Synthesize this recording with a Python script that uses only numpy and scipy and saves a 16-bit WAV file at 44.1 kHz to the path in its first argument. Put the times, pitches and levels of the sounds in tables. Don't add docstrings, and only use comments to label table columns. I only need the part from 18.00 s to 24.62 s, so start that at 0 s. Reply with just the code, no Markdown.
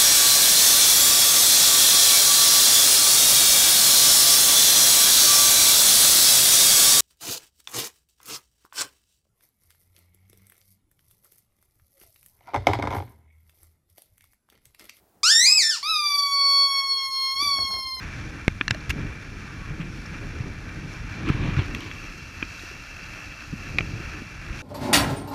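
import sys
import numpy as np
from scipy import signal
from scipy.fft import rfft, irfft
from scipy.io import wavfile
from scipy.ndimage import uniform_filter1d

SR = 44100
rng = np.random.default_rng(int(sys.argv[2]) if len(sys.argv) > 2 else 0)


def unload_wav(signal):
    wavfile.write(
        sys.argv[1],
        SR,
        np.round(np.clip(np.atleast_2d(signal).T, -1, 1) * 32767).astype(np.int16),
    )


def to_linear_factor(level_db):
    exponent = np.asarray(level_db, float) / 20
    return 10 ** exponent


N = 291930

# (time [s], level [dB])
WASH_FLOW = [(0.0, -39.5), (0.26, -41.5), (0.48, -47.5), (0.68, -45.5), (0.92, -41), (1.75, -44),
             (2.91, -42), (3.43, -36.5), (4.13, -44), (4.35, -40.5), (4.55, -41), (5.49, -42),
             (6.01, -40.5), (6.38, -44.5), (6.62, -40.5)]
# (time [s], turn [0 bow - 1 wake])
HEAD_TURN = [
    (0, 0.22),
    (2.9, 0.36),
    (3.4, 0.3),
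    (3.8, 0.91),
    (5.9, 0.87),
    (6.62, 0.47),
]
# (frequency [Hz], level [dB per Hz])
BOW_COLOUR = [(290, -36), (500, -13.5), (718, -13), (1320, -5), (1640, -3), (2160, -7.5), (2390, -6.5),
              (3250, -17.5), (3540, -15.5), (3920, -22.5), (5550, -15.5), (8090, -34.5), (10400, -34),
              (14500, -39), (16000, -69)]
# (frequency [Hz], level [dB per Hz])
WAKE_COLOUR = [(290, -49), (500, -10.5), (570, -12), (621, -11.5), (1020, -13), (1360, -3), (1770, -9),
               (1950, -8.5), (2650, -8), (3060, -16), (5800, -17), (8210, -39), (12500, -39), (14900, -48),
               (16000, -86)]
# (frequency [Hz], width [Hz], lift [dB])
BOW_MODES = [(1630, 390, 2), (2360, 190, 9.5), (2900, 640, -4), (4100, 150, 4), (4940, 160, -8),
             (5400, 950, -1.5), (9600, 640, 2), (10450, 800, 6.5), (11300, 470, -8)]
# (frequency [Hz], width [Hz], lift [dB])
WAKE_MODES = [(1400, 100, 0), (1755, 175, 5.5), (2120, 74, -2), (2315, 27, 8.5), (2567, 72, -7),
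              (2645, 350, 12), (2955, 190, -8), (3620, 300, -13), (5050, 220, -3.5), (8750, 400, 1),
              (12200, 340, -2), (12600, 880, 3)]
# (level facing bow [dB], lift facing wake [dB], slope [dB per dB of wash])
WASH_LAYERS = [(-44.5, -0.83, 0.9), (-56.5, 5, 0.55), (-70, 8, 0.04)]
# (start [s], lift [dB], rise [ms])
SHOWERS = [
    (.05, 3.5, 140),
    (1.85, 2.5, 150),
    (2.85, 3, 72),
    (3.8, 0, 67),
    (4.4, 4, 220),
    (6.5, 6, 120),
]
SHOWER_SHARES = [0.074, 0.96, 1.05]
# (time [s], peak [dB], rise [ms], tilt [dB per octave], ring [Hz])
TAPS = [(.4799, -14, 0.24, -5, 1200), (.6108, -18, 0.82, -14, 1400), (.6802, -18, 0.28, -14, 2000),
        (.7045, -15.5, 3.4, 3, 1950), (.7462, -30.5, 0.29, 9, 1690), (.893, -20.5, 3.7, 10, 2900),
        (.898, -14.5, 6, 7, 1650), (.904, -15.5, 3, 5, 2700), (1.797, -30, 19, -9, 2600),
        (2.11, -29.5, 38, -15, 1700), (3.28, -21.5, 14, -1.5, 1350), (3.564, -24, 3, -5, 2500),
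        (3.581, -24, 16, -15, 3170), (3.7478, -19.5, 1.05, 6, 8300), (3.806, -30, .4, 7.5, 2650),
        (3.913, -24, 1.24, -5, 1490), (4.4255, -17.5, 1.4, -17, 2530), (5.785, -14.5, 0.38, 0.5, 2450),
        (5.8071, -20, 0.27, -7, 2480), (3.288, -24, 0.64, 3, 5500), (3.3005, -29, .5, 8, 1200)]
# (frequency [Hz], level [dB])
CASE_COLOUR = [(300, -24), (800, -5), (1300, 8), (1700, 4.5), (2500, 8.5), (3500, -1.5), (4500, -8),
               (6000, -13.5), (8000, -24), (10500, -30), (13000, -31), (15000, -48), (16500, -71)]
# (frequency [Hz], level [dB], ring time to -60 dB [ms])
LENS = [(875, -1, -1.5), (1660, -6, 14), (1940, -6.5, 9), (2200, -1, 10), (3300, -4, 3.5),
        (4340, -19.5, 10)]
DOOR = [(1480, -12, 18), (1710, -1.5, 15), (2360, 2.5, 9.7), (3390, -7, 11), (4270, -22, 6)]
LATCH = [(1605, -1.5, 18), (2580, 1.5, 11), (3650, -3, 9.4), (5150, -6.5, 11), (7200, -12, 7)]
CLASP = [(1720, -1, 15), (2000, -8, 9), (2700, -7, 31), (4100, -3, 9.9), (5760, -9, 9.9)]
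DROP = [(3930, -1.5, 10), (4470, -11, 10)]
SHELL = [(990, 2, 14), (1350, 0, 16)]
BUCKLE = [(2540, 0.5, 23), (3260, -8, 22)]
STRAP = [(770, -12.5, 23), (1330, -10, 11), (2140, -20, 29), (2345, -9.5, 17), (2564, 2, 18.5),
         (3330, -20, 8.4), (4360, -15.5, 12)]
# (part's modes, contact [ms], list of (time [s], strength [dB], pitch [re its modes]))
STRIKES = [
    (LENS, .45, [(.48, -7.5, 0.98)]),
    (DOOR, 0.66, [(.611, -10.5, 1.013)]),
    (CLASP, 0.22, [(.6803, -13.5, 1.01), (.7464, -28, 1.02)]),
    (LATCH, .28, [(.7088, -11, 1.033)]),
    (BUCKLE, 0.45, [(3.748, -25.5, 1.04), (3.8068, -37, 1.23), (3.914, -34, 1.02), (4.426, -22, 0.94)]),
    (STRAP, 0.26, [(5.7853, -10.5, 0.95), (5.7888, -20, 0.89), (5.8072, -23, 0.92)]),
    (DROP, 0.77, [(.805, -36, 1.1), (2.061, -32.5, 1.38), (4.5935, -32, .99)]),
    (SHELL, 1.7, [(3.298, -23, 1.25)]),
]
# (time [s], peak [dB], swing [Hz], decay [ms], direction [+-1])
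KNOCKS = [
    (0.4798, -3.5, 88, 1.35, 1),
    (0.61, -21.5, 287, 4, 1),
    (.68, -24.5, 200, 1.3, 1),
    (.708, -19, 111, 14.4, 1),
    (.748, -29.5, 624, 4.2, 1),
    (4.426, -23, 280, 4.3, -1),
    (4.635, -32.5, 330, 3.3, -1),
    (5.785, -26, 510, 3.6, 1),
    (5.806, -19.5, 110, 4.1, 1),
]
# (time [s], peak [dB], swing [Hz], decay [ms], direction [+-1])
SLAPS = [(0.89, -19.5, 65, 9.6, 1), (1.7, -25.5, 147, 21.8, 1), (1.79, -25.5, 172, 20, 1),
         (3.74, -29.5, 220, 11.6, 1), (2.4, -24, 133, 11.8, 1), (3.27, -22, 302, 16, 1),
         (3.291, -18, 302, 6.65, 1), (3.3, -7, 130, 4.5, 1), (3.346, -18.5, 100, 6.4, -1),
         (3.44, -22, 161, 15.6, 1), (3.489, -19, 138, 8, 1), (3.568, -14, 121, 8.7, 1),
         (3.586, -11.5, 105, 8.6, -1), (4.71, -39, 383, 6.7, 1), (5.527, -23.5, 143, 4.1, 1),
         (5.533, -22.5, 200, 5.6, 1), (5.932, -24, 112, 11, 1), (5.999, -33, 340, 6.8, 1),
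         (6.218, -28, 256, 4, 1), (6.5, -24.5, 49.3, 14.4, 1)]
# (time [s], strength [dB])
GUSTS = [(0.0, -38.5), (0.24, -38.5), (0.59, -42), (0.96, -36.5), (1.27, -40), (1.53, -40.5), (1.86, -37),
         (2.12, -37), (3.08, -38), (3.3, -32.5), (3.45, -30), (4.09, -43.5), (4.48, -44), (4.85, -48),
         (5.49, -45), (5.79, -36), (6.32, -43), (6.62, -40)]
# (frequency [Hz], level [dB per Hz])
EDDY_COLOUR = [(11, -36), (18, -12), (32, 10), (66, 1), (118, 0), (172, -5), (206, -11), (259, -13),
               (301, -9), (372, -17.5), (424, -18.5), (649, -28.5), (900, -29), (1170, -47), (1980, -120)]
# (level in a mean gust [dB], slope [dB per dB of gust])
WIND_LAYERS = [(-42.5, 0.75), (-42.5, 1.18), (-48, 0.97)]
# (start [s], peak [dB], rise [ms])
TEARS = [
    (3.15, -46.5, 96),
    (3.245, -33, 37),
    (3.33, -41, 70),
    (3.41, -39, 35),
    (3.46, -41, 36),
    (3.565, -32.5, 32),
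    (3.7, -41.5, 130),
]
# (frequency [Hz], level [dB per Hz])
TEAR_COLOUR = [(180, -24), (300, 4), (675, -22), (1130, -3), (1460, -23), (2360, -7), (4290, -19),
               (4810, -38), (6580, -42), (9000, -47), (11700, -77), (19800, -120)]
# (time [s], pitch [Hz], level [dB])
WIRE_TONE = [(1.28, 1310, -67), (1.36, 1290, -57), (1.44, 1235, -53), (1.52, 1170, -53), (1.58, 1130, -60),
             (1.66, 1125, -56), (1.73, 1110, -59), (1.85, 1100, -72)]


def wash():
    (turn,), (flow,) = curves(HEAD_TURN), curves(WASH_FLOW)
    turn = np.clip(turn, 0, 1)
    source = fizz(per_s=2500, spread_db=2.5, share=0.38, burst_ms=1.03)
    from_bow = unit(colour(source, BOW_COLOUR, BOW_MODES))
    from_wake = unit(colour(source, WAKE_COLOUR, WAKE_MODES))
    heard = (1 - turn) * from_bow + turn * from_wake
    slosh = 1.22 * walk(11) + 0.1 * walk(38)
    shower = shower_lift()
    bands = split(heard, [450, 3200, 7600, 17000])
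    slosh_shares = [1.1, .6, .5]
    mean_flow_db = -44
    out = np.zeros(N)
    for part, (db, lift, slope), shower_share, slosh_share in zip(bands, WASH_LAYERS, SHOWER_SHARES, slosh_shares):
        level = db + lift * turn + slope * (flow - mean_flow_db) + shower_share * shower
        flicker = slosh_share * slosh + 0.73 * walk(24)
        out += part * to_linear_factor(level + flicker)
    return out


def fizz(per_s, spread_db, share, burst_ms):
    starts = (rng.random(N) < per_s / SR) * to_linear_factor(spread_db * rng.exponential(size=N))
    fade = np.exp(-1000 / (burst_ms * SR))
    bursts = signal.lfilter([1], [1, -fade], starts) * rng.standard_normal(N)
    return np.sqrt(share) * unit(bursts) + np.sqrt(1 - share) * rng.standard_normal(N)


def shower_lift():
    t = np.arange(N) / SR
    return sum(db * swell(np.maximum(t - s, 0), rise, 0.62 * rise) for s, db, rise in SHOWERS)


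def taps():
    return scrapes() + snap() + rings()


def scrapes():
    out, t = np.zeros(N), np.arange(4096) / SR
    for s, db, rise, tilt, hz in TAPS:
        full_touch = np.arange(len(t)) == int(rise / 1000 * SR)
        crack = 3.9 / max(rise, 1) * full_touch
        grit = rng.standard_normal(len(t)) * swell(t, rise, 1.5 + 0.57 * rise)
        tilted = [(f, d + tilt * max(np.log2(f / 2800), 0)) for f, d in CASE_COLOUR]
        add(out, s, colour(crack + grit, tilted, [(hz, 300, 5)]), db)
    return out


def snap():
    out = np.zeros(N)
    tilt_db = 0.5
    tilted = [(f, d + tilt_db * np.log2(f / 2800)) for f, d in CASE_COLOUR]
    add(out, .4805, response(tilted, [(900, 1300, 10)]), -12)
    return out


def rings():
    out, t = np.zeros(N), np.arange(4096) / SR
    for modes, contact_ms, strikes in STRIKES:
        for s, strength_db, pitch in strikes:
            for hz, db, ring_ms in modes:
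                envelope = swell(t, contact_ms, ring_ms / np.log(1000))
                add(out, s, envelope * np.sin(2 * np.pi * hz * pitch * t), db + strength_db)
    return out


def thumps():
    out, t = np.zeros(N), np.arange(8192) / SR
    vent = signal.butter(1, 45, "high", fs=SR)
    pushes = [(0.85, *knock) for knock in KNOCKS]
    pushes += [(0.627 * slap[3], *slap) for slap in SLAPS]
    for rise, s, db, hz, decay, direction in pushes:
        swing = np.cos(2 * np.pi * hz * (t - rise / 1000))
        push = np.sign(direction) * swell(t, rise, decay) * swing
        add(out, s, signal.lfilter(*vent, push), db)
    return out


def wind():
    puffs, (gust,) = walk(12), curves(GUSTS)
    eddies = colour(rng.standard_normal(N), EDDY_COLOUR, size=16384)
    bands = split(eddies, [12, 80, 220, 1000])
    shared_db, own_db = [1.2, 1.5, 1.6], [.6, 1.3, 2.1]
    mean_gust_db = -41
    out = np.zeros(N)
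    for part, (db, slope), shared, own in zip(bands, WIND_LAYERS, shared_db, own_db):
        level = db + slope * (gust - mean_gust_db)
        out += part * to_linear_factor(level + shared * puffs + own * walk(30))
    return out


def seam_tear():
    rips, t = np.zeros(N), np.arange(SR) / SR
    for s, db, rise in TEARS:
        add(rips, s, swell(t, rise, 1.2 * rise), db)
    ragged = fizz(per_s=450, spread_db=3.5, share=.6, burst_ms=1.5)
    return unit(colour(ragged, TEAR_COLOUR)) * rips * to_linear_factor(1.5 * walk(90))


def wire():
    hz, db = curves(WIRE_TONE)
    level = to_linear_factor(db + 2.5 * walk(30))
    wavering_hz = hz * (1 + .025 * walk(45))
    return level * np.sqrt(2) * np.sin(2 * np.pi * np.cumsum(wavering_hz) / SR)


def curves(table):
    s, *columns = np.array(table).T
    return [np.interp(np.arange(N) / SR, s, c) for c in columns]


def unit(x):
    return x / np.sqrt(np.mean(x ** 2))


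def walk(rate):
    k = int(SR / rate)
    held = np.repeat(rng.standard_normal(N // k + 1), k)
    return 1.24 * uniform_filter1d(uniform_filter1d(held, k), k)[:N]


def swell(t, rise_ms, decay_ms):
    rise, decay = max(rise_ms, .05) / 1000, max(decay_ms, .2) / 1000
    attack = np.sin(np.pi / 2 * np.minimum(t / rise, 1)) ** 2
    return attack * np.exp(-np.maximum(t - rise, 0) / decay)


def add(out, s, sound, peak_db):
    i = int(s * SR)
    scaled = sound * to_linear_factor(peak_db) / np.abs(sound).max()
    out[i:i + len(sound)] += scaled[:N - i]


def response(points, modes=(), size=2048):
    hz = np.maximum(np.arange(size // 2 + 1) * SR / size, 1)
    point_hz, point_db = np.array(points).T
    db = np.interp(np.log(hz), np.log(point_hz), point_db)
    for centre, width, lift in modes:
        db = db + lift / (1 + (2 * (hz - centre) / width) ** 2)
    cepstrum = irfft(db * np.log(10) / 20)
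    cepstrum[1:size // 2] *= 2
    cepstrum[size // 2 + 1:] = 0
    return irfft(np.exp(rfft(cepstrum)))


def colour(x, points, modes=(), size=2048):
    return signal.fftconvolve(x, response(points, modes, size))[:len(x)]


def band(x, lo_hz, hi_hz):
    sos = signal.butter(4, [lo_hz, min(hi_hz, .45 * SR)], "band", fs=SR, output="sos")
    return signal.sosfilt(sos, x)


def split(x, edges_hz):
    parts = [band(x, lo, hi) for lo, hi in zip(edges_hz, edges_hz[1:])]
    return [p / np.sqrt(uniform_filter1d(p ** 2, SR // 2) + 1e-18) for p in parts]


def scene():
    gate = signal.ellip(14, .3, 60, 15290, fs=SR, output="sos")
    steady = wash() + wind() + seam_tear() + wire()
    touches = taps() + thumps()
    return (signal.sosfilt(gate, steady) + touches)[None]


def low_pass(x):
    return signal.sosfilt(signal.butter(12, 16490, fs=SR, output="sos"), x)


def record(dry):
    mix = np.clip(dry, -1, 1)
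    return low_pass(mix)


dry = scene()
out = record(dry)
unload_wav(out)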